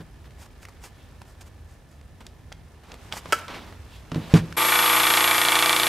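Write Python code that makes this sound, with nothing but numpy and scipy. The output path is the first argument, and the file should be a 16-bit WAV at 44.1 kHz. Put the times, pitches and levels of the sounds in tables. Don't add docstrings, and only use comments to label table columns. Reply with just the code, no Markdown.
import sys
import numpy as np
from scipy import signal
from scipy.fft import rfft, irfft, next_fast_len
from scipy.io import wavfile
from scipy.ndimage import map_coordinates

SR = 44100
rng = np.random.default_rng(int(sys.argv[2]) if len(sys.argv) > 2 else 0)


def pcm_store(signal):
    levels = np.round(np.clip(np.atleast_2d(signal), -1, 1) * 32767)
    wavfile.write(sys.argv[1], SR, levels.astype(np.int16).T)


def linear_from_db(decibels):
    return 10 ** (np.asarray(decibels, float) / 20)


N = 259308
T = np.arange(N) / SR
CUT_S = 4.566
RUNNING = T > CUT_S


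def unit(x):
    return x / np.sqrt(np.mean(x ** 2) + 1e-20)


def along(points, hz):
    f, v = np.transpose(points)
    return np.interp(np.log(hz + 1), np.log(f + 1), v)


def curves(rows):
    s, *columns = np.transpose(rows)
    return [np.interp(T, s, column) for column in columns]


def wobble(rate_hz):
    knots = rng.standard_normal(int(N * rate_hz / SR) + 4)
    return map_coordinates(knots, [T * rate_hz])


def filtered(x, response):
    m = next_fast_len(N + 8192)
    return irfft(rfft(x, m) * response(np.fft.rfftfreq(m, 1 / SR)), m)[..., :N]


def resonant(x, modes):
    def response(f):
        total = 0
        for k, (hz, width, db) in enumerate(modes):
            total = total + (-1) ** k * linear_from_db(db) * 1j * f * width / (hz * hz - f * f + 1j * f * width)
        return total
    return filtered(x, response)


def rush(spectrum, alike, grit_db=0.):
    pair = rng.standard_normal((2, N)) * linear_from_db(grit_db * wobble(300))

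    def response(hz):
        angle = np.arccos(np.clip(along(alike, hz), -1, 1)) / 2
        return linear_from_db(along(spectrum, hz)) * np.array([np.cos(angle), np.sin(angle)])
    mid, side = filtered(pair, response)
    return unit(np.array([mid + side, mid - side]))


def swells(rows):
    return sum(linear_from_db(db) * np.exp(-((T - s) / (0.36 * length)) ** 2) for s, length, db in rows)


def ring(modes, length_s, spread_db):
    t = np.arange(int(length_s * SR)) / SR
    tone = np.zeros(len(t))
    for hz, db, t60 in modes:
        tone += linear_from_db(db + spread_db * rng.normal() - 60 * t / t60) * np.sin(2 * np.pi * hz * t)
    return tone * (1 - np.exp(-t / 0.0013))


def add(into, s, x):
    into[round(s * SR):][:len(x)] += x


# start_s, level_db
THUMPS = [
    (.003, -32),
    (3.254, -38),
    (3.285, -34.5),
    (3.322, -45),
    (3.808, -46),
    (4.121, -20.5),
    (4.16, -15),
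    (4.18, -20.5),
    (4.338, 2),
    (4.448, -34),
]
# pitch_hz, level_db, t60_s
BOARD_MODES = [(111, -12, 0.2), (160, -3, 0.22), (171, -4.5, 0.22), (205, -12, 0.16), (250, 0, 0.06),
               (305, -6, 0.08), (430, -9, .06)]


def board_thumps():
    out = np.zeros(N + SR)
    for s, db in THUMPS:
        add(out, s, linear_from_db(db - 4.5) * ring(BOARD_MODES, 0.4, spread_db=2.0))
    return out[:N]


# pitch_hz, likeness
ROOM_ALIKE = [(60, 1), (130, 0.86), (290, 0.74), (640, 0.77), (1410, 0.73), (3100, 0.68), (6820, 0.4),
              (15000, 0.12)]
# pitch_hz, density_db_per_hz
RUMBLE = [(12, -60), (20, -28), (43, -4), (65, -1), (91, -1), (108, -9), (151, -10), (220, -26),
          (250, -16.5), (320, -70), (550, -120)]
# pitch_hz, density_db_per_hz
SCRAPE = [(300, 1), (600, 1.5), (900, 4.5), (1500, 1.5), (2500, -2), (4000, -6), (6000, -14), (9000, -39)]
# pitch_hz, density_db_per_hz
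HISS = [(3000, -19), (5000, 5), (8000, 3), (11000, -1), (13500, -1.5), (15000, -9), (16000, -30)]
# pitch_hz, density_db_per_hz
DRAG = [(100, -43), (180, -1.5), (400, -6.5), (800, -12), (1300, -35)]
# pitch_hz, width_hz, rms_db
HUMS = [(1750, 83, -71), (9600, 150, -81)]
# start_s, rubbing_db
BUSY = [(0.0, -59.5), (1.09, -58), (1.94, -61.5), (2.89, -59.5), (3.04, -51.5), (3.19, -54), (3.36, -41.5),
        (3.51, -53.5), (3.73, -53.5), (4.17, -56), (4.3, -48.5), (4.55, -50)]
# middle_s, length_s, level_db
SLEEVE_STROKES = [(0.261, 0.037, -54.5), (1.218, 0.023, -55.5), (2.215, 0.034, -50), (2.266, 0.043, -53),
                  (2.923, 0.098, -51), (3.129, 0.034, -40), (3.545, 0.17, -43.5), (3.668, 0.17, -52.5),
                  (3.735, 0.092, -56), (4.148, 0.0097, -37), (4.256, 0.37, -48), (4.31, 0.082, -50),
                  (.01, 0.04, -51)]
HISS_DB, HISS_FOLLOWS = -69, 1
DRAG_DB, DRAG_FOLLOWS, SLEEVE_DRAG_DB = -58, 0.26, -4
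RUMBLE_DB, RUMBLE_FOLLOWS = -47, 0.14
REST_DB = -60
BUZZ_DB, BUZZ_T60_S = -29, 0.18


def bench():
    busy_db = curves(BUSY)[0]
    swing_db = busy_db - REST_DB
    rumble_db = RUMBLE_DB + RUMBLE_FOLLOWS * swing_db + 1.8 * wobble(5.65)
    rumble = linear_from_db(rumble_db) * rush(RUMBLE, ROOM_ALIKE)
    scrape = linear_from_db(busy_db) * rush(SCRAPE, ROOM_ALIKE, grit_db=1.5)
    hiss = linear_from_db(HISS_DB + HISS_FOLLOWS * swing_db) * rush(HISS, ROOM_ALIKE, grit_db=2.0)
    buzz = sum((T > s) * linear_from_db(db + BUZZ_DB - 60 * np.abs(T - s) / BUZZ_T60_S) for s, db in THUMPS)
    drag_gain = linear_from_db(DRAG_DB + DRAG_FOLLOWS * swing_db) + buzz + linear_from_db(SLEEVE_DRAG_DB) * swells(SLEEVE_STROKES)
    drag = drag_gain * rush(DRAG, ROOM_ALIKE)
    hums = np.zeros(N)
    for hz, width, db in HUMS:
        once = resonant(rng.standard_normal(N), [(hz, width, 0)])
        hums += linear_from_db(db) * unit(resonant(once, [(hz, width, 0)]))
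    return rumble + scrape + hiss + drag + hums


# middle_s, length_s, level_db
PEN_STROKES = [(.42, 0.076, -50), (.462, 0.016, -57), (0.631, 0.048, -55), (0.691, 0.019, -52.5),
               (0.85, 0.09, -53), (1.29, 0.078, -61), (1.415, 0.029, -52.5), (1.47, 0.037, -54),
               (1.717, 0.095, -60), (1.93, 0.11, -63.5), (3.175, 0.073, -40.5), (3.385, 0.028, -51),
               (3.942, 0.18, -62), (4.362, 0.071, -40)]
# start_s, t60_s, dull_db, bright_db
WAKES = [
    (.838, 0.14, -52, -53),
    (2.835, 0.56, -54.5, -68),
    (3.13, 0.077, -58, -54),
    (3.258, 0.13, -44.5, -70),
    (3.335, 0.19, -40, -37.5),
    (3.481, 0.39, -40.5, -75),
    (4.118, 0.059, -38, -71),
    (4.159, 0.094, -38.5, -53),
    (4.338, 0.19, -24, -46),
]
# middle_s, length_s, level_db
SWISHES = [
    (3.95, 0.14, -53.5),
    (4.25, .16, -52),
    (3.6, 0.13, -54),
    (1.02, .25, -63),
]
# pitch_hz, density_db_per_hz
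PEN = [(3000, -38), (4700, 6.5), (5600, 4), (7500, 5.5), (9000, 3), (11500, -3), (13500, -2), (15500, -8),
       (16200, -40)]
# pitch_hz, density_db_per_hz
CUFF = [(1500, -30), (2600, -3), (3400, 0), (4300, -6), (7000, -23)]
# pitch_hz, likeness
NEAR_ALIKE = [(500, 1), (10000, 0.89)]
PEN_SHINE_DB, SLEEVE_SHINE_DB = -2.5, -17


def strokes():
    pen, sleeve = swells(PEN_STROKES), swells(SLEEVE_STROKES)
    wakes = np.array([(T > s) * linear_from_db(-60 * np.abs(T - s) / t60) for s, t60, *_ in WAKES])
    dull, bright = linear_from_db(np.array(WAKES)[:, 2:].T) @ wakes
    dull = dull + pen + sleeve
    bright = bright + linear_from_db(PEN_SHINE_DB) * pen + linear_from_db(SLEEVE_SHINE_DB) * sleeve
    grain = linear_from_db(1.3 * wobble(120) + 2.1 * wobble(35))
    rubbing = grain * (dull * rush(SCRAPE, NEAR_ALIKE) + bright * rush(PEN, NEAR_ALIKE))
    return rubbing + swells(SWISHES) * rush(CUFF, NEAR_ALIKE)


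# start_s, peak_db, ring_hz
PEN_TICKS = [(0.243, -47, 1620), (0.307, -43, 2000), (0.63, -32, 764), (0.652, -29, 1550),
             (0.685, -34, 905), (0.838, -39, 859), (1.217, -32, 950), (1.41, -36.5, 2640),
             (1.428, -38, 600), (2.012, -44, 1760), (2.206, -35, 802), (2.266, -29.5, 4270),
             (2.524, -26.5, 2520), (2.941, -29, 630), (3.387, -30, 1350), (4.525, -26, 1630)]
# start_s, peak_db, ring_hz
TOOL_TICKS = [(2.519, -30.5, 970), (2.918, -31.5, 3340), (3.124, -16, 3000), (3.138, -28, 633),
              (3.168, -24.5, 603), (3.257, -23.5, 600), (3.481, -27, 3000), (3.725, -34, 1340),
              (3.864, -39, 654), (4.117, -19.5, 680), (4.145, -23, 1220), (4.156, -23, 800),
              (4.339, -11, 2770)]
PEN_BRIGHT_DB, TOOL_BRIGHT_DB, TICK_T60_S = -9, -35, 0.016
SOFT_HZ = 6430


def ticks():
    out, t = np.zeros(N + SR), np.arange(SR // 8) / SR
    soft = signal.butter(2, SOFT_HZ, fs=SR)
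    rise = 1 - np.exp(-t / 0.00034)
    for rows, bright_db in ((PEN_TICKS, PEN_BRIGHT_DB), (TOOL_TICKS, TOOL_BRIGHT_DB)):
        for s, db, hz in rows:
            grit = rng.standard_normal((2, len(t)))
            dull = signal.lfilter(*soft, signal.lfilter(*signal.iirpeak(hz, 1.2, SR), grit[0]))
            bright = signal.lfilter(*signal.iirpeak(5200, 1.1, SR), grit[1])
            decay = linear_from_db(db - 4.0 - 60 * t / TICK_T60_S)
            add(out, s, rise * decay * (unit(dull) + linear_from_db(bright_db) * unit(bright)))
    return out[:N]


# start_s, peak_db, crack_t60_s
CLACK = [
    (3.3234, -6.5, 0.013),
    (3.3272, -9.5, 0.018),
    (3.3308, -14, 0.023),
]
# pitch_hz, width_hz, level_db
STEEL = [(348, 170, -7), (605, 110, 0), (1321, 45, 6), (1570, 110, 6), (2250, 200, -5), (3230, 500, -4),
         (6800, 950, -25.5)]
# pitch_hz, level_db, t60_s
SHOE_MODES = [(1340, -38, 0.35), (1356, -39, 0.33), (1606, -38, 0.3)]


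def shoe_clack():
    chatter, tail, t = np.zeros(N + SR), np.zeros(N + SR), np.arange(SR // 8) / SR
    for s, db, t60 in CLACK:
        add(chatter, s, linear_from_db(db - 60 * t / t60) * rng.standard_normal(len(t)))
    add(tail, CLACK[0][0], ring(SHOE_MODES, 0.46, spread_db=2.0))
    chatter = chatter[:N]
    soft = signal.butter(2, SOFT_HZ, fs=SR)
    crack = signal.lfilter(*soft, signal.lfilter(*signal.iirpeak(2600, 0.5, SR), chatter))
    return tail[:N] + linear_from_db(4.5) * crack + linear_from_db(11.0) * resonant(chatter, STEEL)


# pitch_hz, t60_s
SHOP = [(200, 0.47), (2000, 0.54), (10000, 0.064)]


def shop(x):
    hz, t, z = signal.stft(rng.standard_normal((2, SR // 2)), SR, nperseg=256)
    decay = linear_from_db(-60 * t / along(SHOP, hz)[:, None])
    mid, side = signal.istft(z * decay, SR, nperseg=256)[1]
    tail = mid + 0.071 * np.array([side, -side])
    late = np.pad(x, (300, 0))[None]
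    return signal.fftconvolve(late, tail / np.linalg.norm(tail[0]), axes=1)[:, :N]


# start_s, whine_hz
SPEED = [(4.58, 11505), (4.66, 11510), (4.745, 11445), (4.85, 11515), (4.95, 11480), (5.06, 11470),
         (5.2, 11530), (5.27, 11490), (5.33, 11520), (5.5, 11450), (5.57, 11465), (5.68, 11495),
         (5.8, 11525), (5.88, 11520)]
STROKE_HZ, KNOCK_S = 28.75, 5.3463


def gearing():
    whine_hz = curves(SPEED)[0]
    turn = np.cumsum(STROKE_HZ * whine_hz / whine_hz[RUNNING].mean()) / SR
    return whine_hz, turn - turn[round(KNOCK_S * SR)]


def blows(turn, share, jitter, scatter_db):
    at = np.flatnonzero(np.diff(np.floor(turn - share + jitter * wobble(8))) > 0)
    train = np.zeros(N)
    train[at] = linear_from_db(scatter_db * (0.51 * wobble(8.7) + wobble(40)))[at]
    return train


# share_after_knock, plate_db, shell_db, guide_db
CONTACTS = [(-.06, 3.5, -0.5, -10), (.03, -3, 0, -0.5), (.1, 6, 1.5, 1), (0.191, 0, -7, 1.5),
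            (0.33, 8.5, 2.5, -0.5), (.47, 8.5, 0.5, -4), (.54, -3, 1.5, 2.5), (0.671, 6.5, 2.5, -1.5),
            (0.791, -20, -4, -12)]
# pitch_hz, width_hz, level_db
PLATE = [(672, 45, -12.5), (890, 55, -3)]
# pitch_hz, width_hz, level_db
SHELL = [(1068, 83, 1.5), (1190, 71, 4), (1473, 97, -2.5)]
# pitch_hz, width_hz, level_db
GUIDE = [(1835, 51, -1.5), (2020, 120, -5), (2334, 93, 0.5), (2666, 92, -4), (3430, 140, -1.5)]
RATTLE_DB, RATTLE_SAGS_DB_PER_S = -2.5, 1.5


def gear_rattle(turn, load_db):
    hits = np.array([blows(turn, share, jitter=0.0027, scatter_db=2.24) for share, *_ in CONTACTS])
    into = linear_from_db(np.array(CONTACTS)[:, 1:].T) @ hits
    rattle = sum(resonant(x, modes) for x, modes in zip(into, (PLATE, SHELL, GUIDE)))
    level_db = load_db + RATTLE_DB - RATTLE_SAGS_DB_PER_S * (T - CUT_S)
    return linear_from_db(level_db + 1.15) * rattle / rattle[RUNNING].std()


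# pitch_hz, width_hz, level_db
ROD = [(1800, 400, -7), (2300, 300, -5), (3400, 500, 0), (4400, 700, -6), (6300, 1500, -15)]
# pitch_hz, width_hz, level_db
THUD = [(530, 98, -9), (694, 77, 6.5), (1240, 570, -12)]
# pitch_hz, density_db_per_hz
CHIPS = [(2500, -33), (3500, -10), (6000, 2), (10000, 0), (15000, -15)]
# pitch_hz, likeness
SAW_ALIKE = [(60, 0.93), (130, 0.99), (290, 1), (640, 0.92), (1410, 0.99), (3100, 0.91), (6820, 0.87),
             (15000, 0.66)]
CHIPS_DB, CHIPS_T60_S = -10.5, 0.014


def rod_knock(turn, knock_db):
    blow = np.convolve(blows(turn, 0, jitter=0.002, scatter_db=0.8), np.hanning(7)[1:-1] / 3, "same")
    rod = linear_from_db(knock_db + 32.5) * resonant(blow, ROD)
    thud = linear_from_db(knock_db + 25.0) * resonant(np.roll(blow, -70), THUD)
    spray = signal.fftconvolve(blow, linear_from_db(-60 * T[:SR // 20] / CHIPS_T60_S))[:N]
    return rod + thud + linear_from_db(knock_db + CHIPS_DB) * spray * rush(CHIPS, SAW_ALIKE)


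# stroke_rate_multiple, rms_db
ORDERS = [(2, -75), (3, -48), (5, -47.5), (6, -52), (7, -56), (8, -54.5), (9, -48), (10, -55), (11, -38),
          (12, -48), (13, -38.5), (17, -38)]


def balance_tones(turn):
    tones = np.zeros(N)
    for k, db in ORDERS:
        level = linear_from_db(db + 1.2 * wobble(7))
        cycles = k * turn + rng.random() + 0.024 * 1.2 * wobble(7)
        tones += level * np.sin(2 * np.pi * cycles)
    return tones


# pitch_hz, density_db_per_hz
TEETH = [(60, -41), (250, -21), (520, -10.5), (850, -7), (1200, -9), (1550, -2), (1850, -4), (2050, -5.5),
         (2320, 3.5), (2520, -12.5), (2750, -2.5), (3050, -4.5), (3420, -7), (4300, -12), (6000, -46)]
# pitch_hz, density_db_per_hz
FAN = [(3000, -12), (4500, 0.5), (6000, -3), (7000, -1), (8000, -0.5), (9500, 2), (10300, -0.5),
       (11300, 3.5), (12200, -2.5), (13500, -8), (15600, -9), (15900, -60)]
TEETH_DB, FAN_DB, FAN_FOLLOWS = -2.5, -29, 0.86


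def teeth_and_fan(turn, load_db):
    bite = linear_from_db(-4.5 * (1 - np.cos(2 * np.pi * (turn - 0.13))))
    rasp = linear_from_db(load_db + TEETH_DB + 1.0) * bite * rush(TEETH, SAW_ALIKE, grit_db=-1.0)
    fan_db = FAN_DB + FAN_FOLLOWS * (load_db - load_db[RUNNING].mean())
    return rasp + linear_from_db(fan_db + 2.5) * bite ** 0.14 * rush(FAN, SAW_ALIKE)


def commutator_whine(turn, whine_hz, whine_db):
    lead_rad = np.array([[0.85], [-0.85]])
    side_db = np.array([[7], [0.6]])
    spin = 2 * np.pi * np.cumsum(whine_hz + 6 * wobble(60)) / SR + lead_rad
    tone = np.sin(spin) + 0.11 * np.sin(spin - 4 * np.pi * turn)
    return linear_from_db(whine_db + 0.94 * wobble(25) + side_db) * tone


# start_s, load_db, rod_knock_db, whine_db
MOTOR = [(4.58, -22, -25, -29), (4.73, -20.5, -18, -29), (4.9, -20, -21.5, -27.5),
         (5.05, -19.5, -15.5, -29), (5.18, -19.5, -15.5, -30), (5.3, -21, -16, -31),
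         (5.55, -20.5, -12, -36.5), (5.72, -21.5, -12.5, -38), (5.88, -22.5, -14, -33)]
# pitch_hz, left_minus_right_db
SAW_PAN = [(60, 0), (180, -1), (550, -0.5), (1650, -1), (4970, 0), (15000, 5)]
# pitch_hz, width_hz, depth_0_to_1
DIP = (2500, 49, 1)


def jigsaw():
    whine_hz, turn = gearing()
    load_db, knock_db, whine_db = curves(MOTOR)
    body = gear_rattle(turn, load_db) + rod_knock(turn, knock_db) + balance_tones(turn)
    body = body + teeth_and_fan(turn, load_db)
    body = filtered(body, lambda hz: linear_from_db(along(SAW_PAN, hz) * np.array([[0.5], [-0.5]])))
    hz, width, depth = DIP
    body = body - min(depth, 1) * np.array([resonant(side, [(hz, width, 0)]) for side in body])
    whine = commutator_whine(turn, whine_hz, whine_db)
    return (body + whine) * np.clip((T - CUT_S) / 0.007, 0, 1)


def scene():
    hands = board_thumps() + ticks() + shoe_clack()
    quiet = hands + linear_from_db(-17.5) * shop(hands) + strokes() + bench()
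    quiet = quiet * linear_from_db(np.array([[-0.5], [0.5]]))
    return quiet * np.clip((CUT_S + 0.002 - T) / 0.011, 0, 1) + jigsaw()


def band_limit(x):
    return signal.sosfilt(signal.butter(12, 16520, fs=SR, output="sos"), x)


# pitch_hz, level_db
MIC = [(20, 0), (14500, 0), (15700, -4), (15950, -22), (16400, -32), (16480, -120)]


def record(dry):
    soft = dry / (1 + np.abs(dry / 0.98) ** 6) ** (1 / 6)
    mix = filtered(soft, lambda hz: linear_from_db(along(MIC, hz)))
    return band_limit(mix)


dry = scene()
out = record(dry)
pcm_store(out)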